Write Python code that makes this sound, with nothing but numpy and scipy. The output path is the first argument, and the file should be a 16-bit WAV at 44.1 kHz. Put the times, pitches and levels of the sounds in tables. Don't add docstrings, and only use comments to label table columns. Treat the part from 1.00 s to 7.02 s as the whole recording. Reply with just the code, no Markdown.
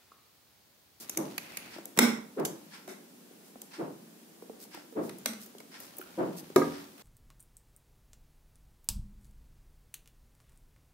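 import sys
import numpy as np
from scipy import signal
from scipy.fft import rfft, irfft, next_fast_len
from scipy.io import wavfile
from scipy.ndimage import uniform_filter1d

SR = 44100
rng = np.random.default_rng(int(sys.argv[2]) if len(sys.argv) > 2 else 0)


def generate_wav(signal):
    frames = np.transpose(np.atleast_2d(signal))
    scaled = np.clip(frames, -1, 1) * 32767
    pcm = np.round(scaled).astype(np.int16)
    wavfile.write(sys.argv[1], SR, pcm)


N = 265614
EVENT_SAMPLES = SR * 3 // 4
T = np.arange(EVENT_SAMPLES) / SR

# (time [s], level [dB], bite into the cord [dB])
BLADE_CLOSINGS = [(0.0952, -30.5, -16), (0.1730, -25, -18), (0.3798, -32, 0), (0.571, -32.5, -4.5)]
# (time [s], level [dB], room send [dB])
SCISSOR_DROPS = [(0.974, -30.5, 8), (0.989, -14, -3.5), (1.051, -37.5, 5)]
# (time [s], level [dB], crack [dB], weight [dB], room [dB], ring [dB])
HARD_KNOCKS = [(1.877, -49.5, 0, -2, 9, -32), (4.094, -41, -6, -12, -8, -18),
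               (4.2587, -25, 1.5, -16, -6.5, -20), (4.3336, -44, -1, -6, -25, -18),
               (4.602, -48, -10, -0.5, -10, -22), (5.5607, -27, -3, 6.5, -5, -10)]
# (time [s], level [dB], tilt [dB/octave], length [s], ring [dB])
NAIL_FLICKS = [(0.8552, -33, 3, 0.0027, -24), (1.4504, -29.5, -2, 0.0086, -2.5),
               (2.6172, -38, -0.5, 0.0037, -13.5), (4.185, -43, 8, 0.0032, -12),
               (4.461, -43, 10, 0.0036, -10), (4.583, -48.5, -10, 0.0038, -12),
               (4.802, -37, 15, 0.003, -12), (4.9683, -41, 11, .004, -18), (4.984, -32, 13, 0.0043, -21)]
# (time [s], level [dB])
RIM_TAPS = [(5.0134, -40), (5.024, -46)]
# (time [s], level [dB], pitch [Hz], tilt [dB/octave])
SOFT_BUMPS = [(0.762, -39, 342, 1), (0.784, -34, 314, 1.5), (0.966, -36.5, 516, 3), (0.977, -24, 180, -2),
              (1.879, -34.5, 374, 1), (2.31, -47.5, 296, -2), (2.556, -38, 257, -4), (3.422, -39, 477, 1),
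              (3.497, -33.5, 447, -4), (3.651, -47, 434, 1), (3.746, -37.5, 336, 5), (3.774, -36, 284, -2),
              (3.925, -40, 450, 0.5), (4.549, -44, 400, 2), (4.996, -37, 375, -1.5), (5.501, -39, 384, 1)]
# (time [s], level [dB], pitch [ratio], left over right [dB])
TABLE_BLOWS = [(0.997, -13.3, 1.0, -6), (4.260, -32.5, .96, -1)]
# (time [s], level [dB], tilt [dB/octave], thud [dB])
STATOR_LANDINGS = [(5.561, -17, 0, 3), (5.617, -21.5, 7, -4)]
# (start [s], end [s], level [dB])
SLIDE_STROKES = [(0.0, 0.726, -54), (1.44, 1.78, -64.5), (4.01, 4.453, -61), (4.78, 5.503, -58.5),
                 (5.597, 5.691, -49.5), (5.77, 5.81, -55), (5.972, 6.02, -54.5)]
# (time [s], level [dB], half-width [s])
SKIN_SCUFFS = [(0.005, -43.5, 0.027), (1.4, -46.5, 0.0028), (2.47, -62, 0.037), (3.63, -47.5, 0.019),
               (4.059, -51.5, 0.023), (4.429, -47.5, 0.019), (4.838, -51, 0.034), (5.389, -44, 0.016)]
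# (time [s], level [dB], tilt [dB/octave])
FAR_BLOWS = [(0.162, -36.5, 0.5), (1.365, -32.5, 0.5), (2.78, -36.5, 0.5), (3.952, -33.5, -0.5),
             (5.173, -30, 0)]

# (frequency [Hz], level [dB], t60 before any added damping [s])
BLADE_MODES = [(1179, 1, .3), (1380, -1, .25), (2100, 1, .33), (2210, 2, .33), (3700, -6, .3),
               (5144, -2, .25), (5815, -3, .2), (6250, -2, .2), (7230, 1, .2), (8130, -7, .3),
               (9270, -8, .17), (10330, -6, .14), (12000, -10, .13), (14000, -11, .1)]
PING_MODES = [(2230, 0, .06), (2570, -2, .06), (4640, -10, .05)]
CORE_MODES = [(3300, -8, .06), (4592, -13, .25), (5000, -4, .07), (5803, -5, .17), (6255, -6, .18),
              (7074, 0, .12), (8250, -6, .08), (8990, -3, .17), (10330, -3, .06), (11570, -7, .17),
              (12120, -1, .07), (13060, -5, .17), (13900, -5, .08)]
TABLE_MODES = [(231, 0, .37), (211, -5.5, .48), (246, -10, .18), (178, -19, .3), (292, -12, .3),
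               (322, -18, .3), (435, -17, .25), (535, -21, .25), (775, -22, .25)]
STATOR_MODES = [(161, -14.5, .48), (243, -7, .28), (285, -6, .32), (377, 1, .2), (425, -6, .12),
                (517, -7, .22), (706, -12, .12), (953, -11, .17), (1184, -10, .16), (1225, 6, .04),
                (1620, -12, .07), (1980, -12, .025)]
HOLLOW_MODES = [(186, -1, .5), (327, 6, .3), (430, 3, .24), (520, -5, .28), (706, -7, .38), (954, -9, .25)]
CLOCK_MODES = [(900, -6, 0.24), (1360, 10, 0.46), (1850, -13, .35), (1990, -6, .3), (5200, -10, .3)]

# (frequency [Hz], relative level [dB])
CRACK_EQ = [(30, -100), (1500, -92), (3000, -2.5), (4200, -6), (6300, 3.5), (9000, 5.5), (13000, 7),
            (15500, 1.5), (17000, 1)]
EDGE_EQ = [(4800, -24), (5600, 0), (6200, 4), (6800, 1), (9300, -47), (11500, 5.5), (13000, -9),
           (16000, -17)]
CRUNCH_EQ = [(200, -15), (1000, -8.5), (1800, -3.5), (2230, 2), (2400, 1), (2580, 3.5), (2850, -2),
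             (3250, -9), (4100, -8), (4640, -4), (5300, -20), (12000, -30)]
CLINK_EQ = [(30, -37), (500, -5), (1250, 1.5), (1750, -4), (2200, 1.5), (2450, -5), (2850, -2.5),
            (3600, -6), (4500, -9), (5200, -2), (6000, -10), (12000, -13.5)]
PUSH_EQ = [(30, -16), (80, -26.5), (130, -16), (220, 2.5), (420, 4.5), (800, 0.5), (1400, -14),
           (4000, -32.5)]
CLACK_EQ = [(200, -25), (900, -20), (1400, 12), (1900, -9), (2800, 1), (4500, -32), (12000, -10)]
SCRAPE_EQ = [(400, 5.5), (1000, 5), (2000, 2), (4500, -1), (7000, -8.5), (15000, -32)]
SWISH_EQ = [(3000, -12), (5200, -2.5), (7000, -5.5), (12000, -3), (15500, -4)]
THUMP_EQ = [(40, -46), (100, -26.5), (170, -3), (240, -7.5), (330, 3), (450, -3), (600, -5.5), (900, -11.5),
            (1300, -18.5), (2000, -29), (3200, -38.5), (8000, -62)]
TICK_EQ = [(300, -73), (700, -4), (900, 3.5), (1200, -2), (1700, 4.5), (2600, 0), (4000, -3.5), (5200, 2),
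           (6500, -9.5), (9000, -7.5), (15000, -33)]
RUMBLE_EQ = [(25, -101), (70, -13), (120, -15), (170, 3.5), (210, 8), (300, 4), (450, 0), (700, -7),
             (1200, -18.5), (3000, -21.5)]
HISS_EQ = [(410, -58), (700, -0.5), (1300, -1), (1830, -2), (2030, -4), (2220, -3), (3110, -3.5),
           (15500, -5)]

# (frequency [Hz], t60 [s])
ROOM_DECAY = [(150, 0.78), (400, 0.4), (1000, 0.48), (2500, 0.38), (7000, 0.35), (15000, 0.25)]
# (frequency [Hz], correlation [ratio])
MIC_COHERENCE = [(100, 0.92), (300, 0.85), (550, 0.2), (1000, 0.004), (15000, 0.021)]
# (frequency [Hz], left over right [dB])
CLOSE_BALANCE = [(130, 2), (300, 0), (1200, -0.5), (4000, -1), (12000, 1)]


def snips():
    out = np.zeros((2, N))
    for s, db, bite_db in BLADE_CLOSINGS:
        hit = table_echo(burst(CRACK_EQ, life_s=.0037, tilt_db=3), delay_s=.00047)
        hit += amp(-7) * steel(BLADE_MODES, tilt_db=7, damping=14)
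        edges = amp(-4) * burst(EDGE_EQ, life_s=.0054) / (1 + amp(bite_db))
        push = amp(-18) * burst(PUSH_EQ, life_s=.0024)
        crunch = amp(bite_db) * (burst(CRUNCH_EQ, life_s=.0057) + amp(-7) * steel(PING_MODES))
        heard = in_room(hit + edges + push, room_db=-10, rise_s=.008)
        heard += in_room(crunch, room_db=-15, rise_s=.0066)
        add(out, s, amp(db) * pan(heard, left_db=-.5))
    return out


def sawing(start_s=.385, end_s=.68, level_db=-53):
    fibres = stroke(start_s, end_s) * slips(grain_db=1.5, samples=200)
    return amp(level_db) * fibres * colour(noise(N), CRUNCH_EQ, tilt_db=-2)


def scissors_down(echo_s=.00052):
    out = np.zeros((2, N))
    for s, db, room_db in SCISSOR_DROPS:
        crack = amp(-5) * table_echo(burst(CRACK_EQ, life_s=.0055, tilt_db=-2.5), echo_s)
        body = table_echo(burst(CLINK_EQ, life_s=.0053), echo_s)
        body += amp(-13) * burst(PUSH_EQ, life_s=.017)
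        body += amp(-19) * steel(BLADE_MODES, damping=2.6)
        heard = in_room(crack, room_db - 6, rise_s=.026)
        heard += pan(in_room(body, room_db, rise_s=.026), left_db=-2)
        add(out, s, amp(db) * heard)
    return out


def table_booms():
    out = np.zeros((2, N))
    for s, db, ratio, left_db in TABLE_BLOWS:
        boom = ring(TABLE_MODES, ratio, attack_s=.018, sag=.06)
        add(out, s, amp(db) * pan(boom, left_db))
    return out


def stator_landing(thud_hz=392, thud_s=.0125):
    out = np.zeros((2, N))
    thud = np.sin(2 * np.pi * thud_hz * T) * np.exp(-(T / thud_s) ** 8)
    for s, db, tilt_db, thud_db in STATOR_LANDINGS:
        knock = ring(STATOR_MODES, tilt_db=tilt_db, attack_s=.0049) + amp(thud_db) * thud
        add(out, s, amp(db) * in_room(knock, room_db=-11, rise_s=.014))
    return out


def hard_knocks():
    out = np.zeros((2, N))
    for s, db, crack_db, weight_db, room_db, ring_db in HARD_KNOCKS:
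        crack = amp(crack_db) * burst(CRACK_EQ, life_s=.0026, tilt_db=-5)
        clink = amp(-1) * burst(CLINK_EQ, life_s=.0064)
        push = amp(weight_db) * burst(PUSH_EQ, life_s=.0087)
        metal = amp(ring_db - 7) * steel(CORE_MODES)
        hit = table_echo(crack + clink, delay_s=.0005) + push + metal
        add(out, s, amp(db) * in_room(hit, room_db, rise_s=.0096))
    return out


def nail_flicks():
    out = np.zeros((2, N))
    for s, db, tilt_db, life_s, ring_db in NAIL_FLICKS:
        crack = table_echo(burst(CRACK_EQ, life_s, tilt_db), delay_s=.00028)
        push = amp(-19) * burst(PUSH_EQ, life_s=.022, tilt_db=-3)
        metal = amp(ring_db - 6) * (steel(CORE_MODES) + burst(CLINK_EQ, life_s))
        add(out, s, amp(db) * in_room(crack + push + metal, room_db=-10, rise_s=.013))
    return out


def rim_taps():
    out = np.zeros((2, N))
    for s, db in RIM_TAPS:
        add(out, s, amp(db) * in_room(burst(CLACK_EQ, life_s=.0037), room_db=-9))
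    return out


def soft_bumps(t60_s=.066, attack_s=.0023):
    out = np.zeros((2, N))
    fade = amp(-60 * T / t60_s) * (1 - np.exp(-T / attack_s))
    for s, db, hz, tilt_db in SOFT_BUMPS:
        tone = np.sin(2 * np.pi * hz * T) * fade
        puff = amp(-6) * burst(PUSH_EQ, life_s=.0049, tilt_db=tilt_db)
        add(out, s, amp(db) * in_room(tone + puff, room_db=-10))
    return out


def sliding():
    strokes = sum(amp(db) * stroke(start, end) for start, end, db in SLIDE_STROKES)
    grip = slips(grain_db=3, samples=120)
    friction = colour(noise(N), SCRAPE_EQ) + amp(-4) * colour(noise(N), SWISH_EQ)
    return strokes * grip * friction


def scuffs():
    t = np.arange(N) / SR
    swell = sum(amp(db) * np.exp(-((t - s) / width) ** 2 / 2) for s, db, width in SKIN_SCUFFS)
    return swell * slips(grain_db=3, samples=60) * colour(noise(N), SWISH_EQ)


def far_thumps(echo_s=.1):
    out = np.zeros((2, N))
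    for s, db, tilt_db in FAR_BLOWS:
        hollow = amp(-3) * ring(HOLLOW_MODES, attack_s=.012, spread_db=8.5)
        add(out, s, amp(db) * (wash(THUMP_EQ, rise_s=.023, tilt_db=tilt_db) + hollow))
        add(out, s + echo_s, amp(db + 2) * burst(THUMP_EQ, life_s=.0011, tilt_db=-6))
    return out


def wall_clock(first_s=.722, period_s=1.001, lead_s=.022, level_db=-51):
    out = np.zeros((2, N))
    for s in np.arange(first_s, N / SR, period_s):
        catch = amp(-6) * wash(TICK_EQ, rise_s=.013)
        step = wash(TICK_EQ, rise_s=.013)
        case = amp(-13) * ring(CLOCK_MODES, attack_s=.027, spread_db=4)
        add(out, s - lead_s, catch)
        add(out, s, step + case)
    return amp(level_db) * out * slips(grain_db=1, samples=150)


def room_tone(rumble_db=-57, waver_db=.3, hiss_db=-59.5):
    drift = unit(signal.resample(rng.standard_normal(40), N))
    rumble = amp(rumble_db - waver_db * drift) * colour(noise(N), RUMBLE_EQ)
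    return rumble + amp(hiss_db) * colour(noise(N), HISS_EQ)


def burst(spectrum, life_s, tilt_db=0, samples=2048):
    fade = np.exp(-(T[:samples] / life_s) ** 2)
    chatter = unit(colour(noise(samples) * fade, spectrum, tilt_db)) * np.sqrt(life_s * SR / samples)
    return np.pad(chatter, ((0, 0), (0, EVENT_SAMPLES - samples)))


def ring(modes, ratio=1, tilt_db=0, attack_s=.001, spread_db=1, damping=1, sag=0, sag_s=.12):
    hz, db, t60 = np.transpose(modes)[:, :, None]
    gain = amp(db + tilt_db * np.log2(hz) + spread_db * rng.standard_normal(hz.shape))
    gain *= np.linalg.norm(amp(db)) / np.linalg.norm(gain)
    warped_time = T + sag * sag_s * (1 - np.exp(-T / sag_s))
    partials = gain * amp(-60 * damping * T / t60) * np.sin(2 * np.pi * ratio * hz * warped_time)
    return partials.sum(0) * (1 - np.exp(-T / attack_s))


def steel(modes, tilt_db=0, damping=1):
    pair = [ring(modes, tilt_db=tilt_db, attack_s=.0004, spread_db=3, damping=damping) for _ in range(2)]
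    return np.array([np.roll(side, rng.integers(20)) for side in pair])


def slips(grain_db, samples):
    grain = unit(uniform_filter1d(rng.standard_normal(N), size=samples))
    return unit(amp(grain_db * grain))


def stroke(start_s, end_s, attack_s=.04, release_s=.09):
    t = np.arange(N) / SR
    return np.clip((t - start_s) / attack_s, 0, 1) * np.exp(-np.maximum(t - end_s, 0) / release_s)


def table_echo(x, delay_s, strength=.45):
    echo = np.roll(x, round(delay_s * SR), axis=-1)
    return (x + strength * echo) / np.hypot(1, strength)


def room_tail(rise_s):
    hz, t, bands = signal.stft(noise(EVENT_SAMPLES), SR, nperseg=256)
    decay = amp(-60 * t / along(ROOM_DECAY, hz)[:, None])
    tail = signal.istft(bands * decay, SR, nperseg=256)[1][:, :EVENT_SAMPLES]
    build_up = 1 - np.exp(-(T / rise_s) ** 2)
    return unit(tail * build_up) / np.sqrt(EVENT_SAMPLES)


def in_room(x, room_db, rise_s=.017):
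    reverb = signal.fftconvolve(np.atleast_2d(x), room_tail(rise_s), axes=1)[:, :EVENT_SAMPLES]
    return x + amp(room_db) * reverb


def wash(spectrum, rise_s, tilt_db=0):
    return colour(room_tail(rise_s), spectrum, tilt_db) * np.sqrt(SR / 20)


def noise(samples):
    m = next_fast_len(samples)
    coherence = along(MIC_COHERENCE, np.fft.rfftfreq(m, 1 / SR))
    angle = np.arccos(np.clip(coherence, -1, 1)) / 2
    white = rfft(rng.standard_normal((2, m)))
    mid, side = irfft(white * [np.cos(angle), np.sin(angle)], m)[:, :samples]
    return np.array([mid + side, mid - side])


def close_pair(x):
    m = next_fast_len(N + SR // 2)
    half_db = along(CLOSE_BALANCE, np.fft.rfftfreq(m, 1 / SR)) / 2
    return irfft(rfft(x, m) * amp([half_db, -half_db]), m)[:, :N]


def pan(x, left_db):
    return x * amp([[left_db / 2], [-left_db / 2]])


def colour(x, spectrum, tilt_db=0):
    n = x.shape[-1]
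    m = 2 * next_fast_len(n // 2 + 1024)
    hz = np.fft.rfftfreq(m, 1 / SR)
    gain = unit(amp(along(spectrum, hz) + tilt_db * np.log2(hz + 20)))
    cepstrum = irfft(np.log(gain + 1e-6))
    cepstrum[1:m // 2] *= 2
    cepstrum[m // 2 + 1:] = 0
    return irfft(rfft(x, m) * np.exp(rfft(cepstrum)), m)[..., :n]


def amp(db):
    return 10 ** (np.asarray(db) / 20)


def unit(x):
    return x / np.sqrt(np.mean(x ** 2) + 1e-20)


def along(points, hz):
    point_hz, values = np.transpose(points)
    return np.interp(np.log(hz + 1), np.log(point_hz + 1), values)


def add(track, s, sound):
    start = max(0, round(s * SR))
    part = sound[..., :N - start]
    track[:, start:start + part.shape[-1]] += part


def scene():
    contacts = snips() + scissors_down() + hard_knocks() + nail_flicks() + rim_taps()
    contacts += soft_bumps() + table_booms() + stator_landing()
    friction = sliding() + sawing() + scuffs()
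    return close_pair(contacts) + friction + far_thumps() + wall_clock() + room_tone()


def record(dry, low_hz=90, top_hz=15700):
    thin = signal.sosfilt(signal.butter(2, low_hz, "highpass", fs=SR, output="sos"), dry)
    m = next_fast_len(N + SR // 2)
    in_band = np.fft.rfftfreq(m, 1 / SR) < top_hz
    return irfft(rfft(thin, m) * in_band, m)[:, :N]


dry = scene()
out = record(dry)
generate_wav(out)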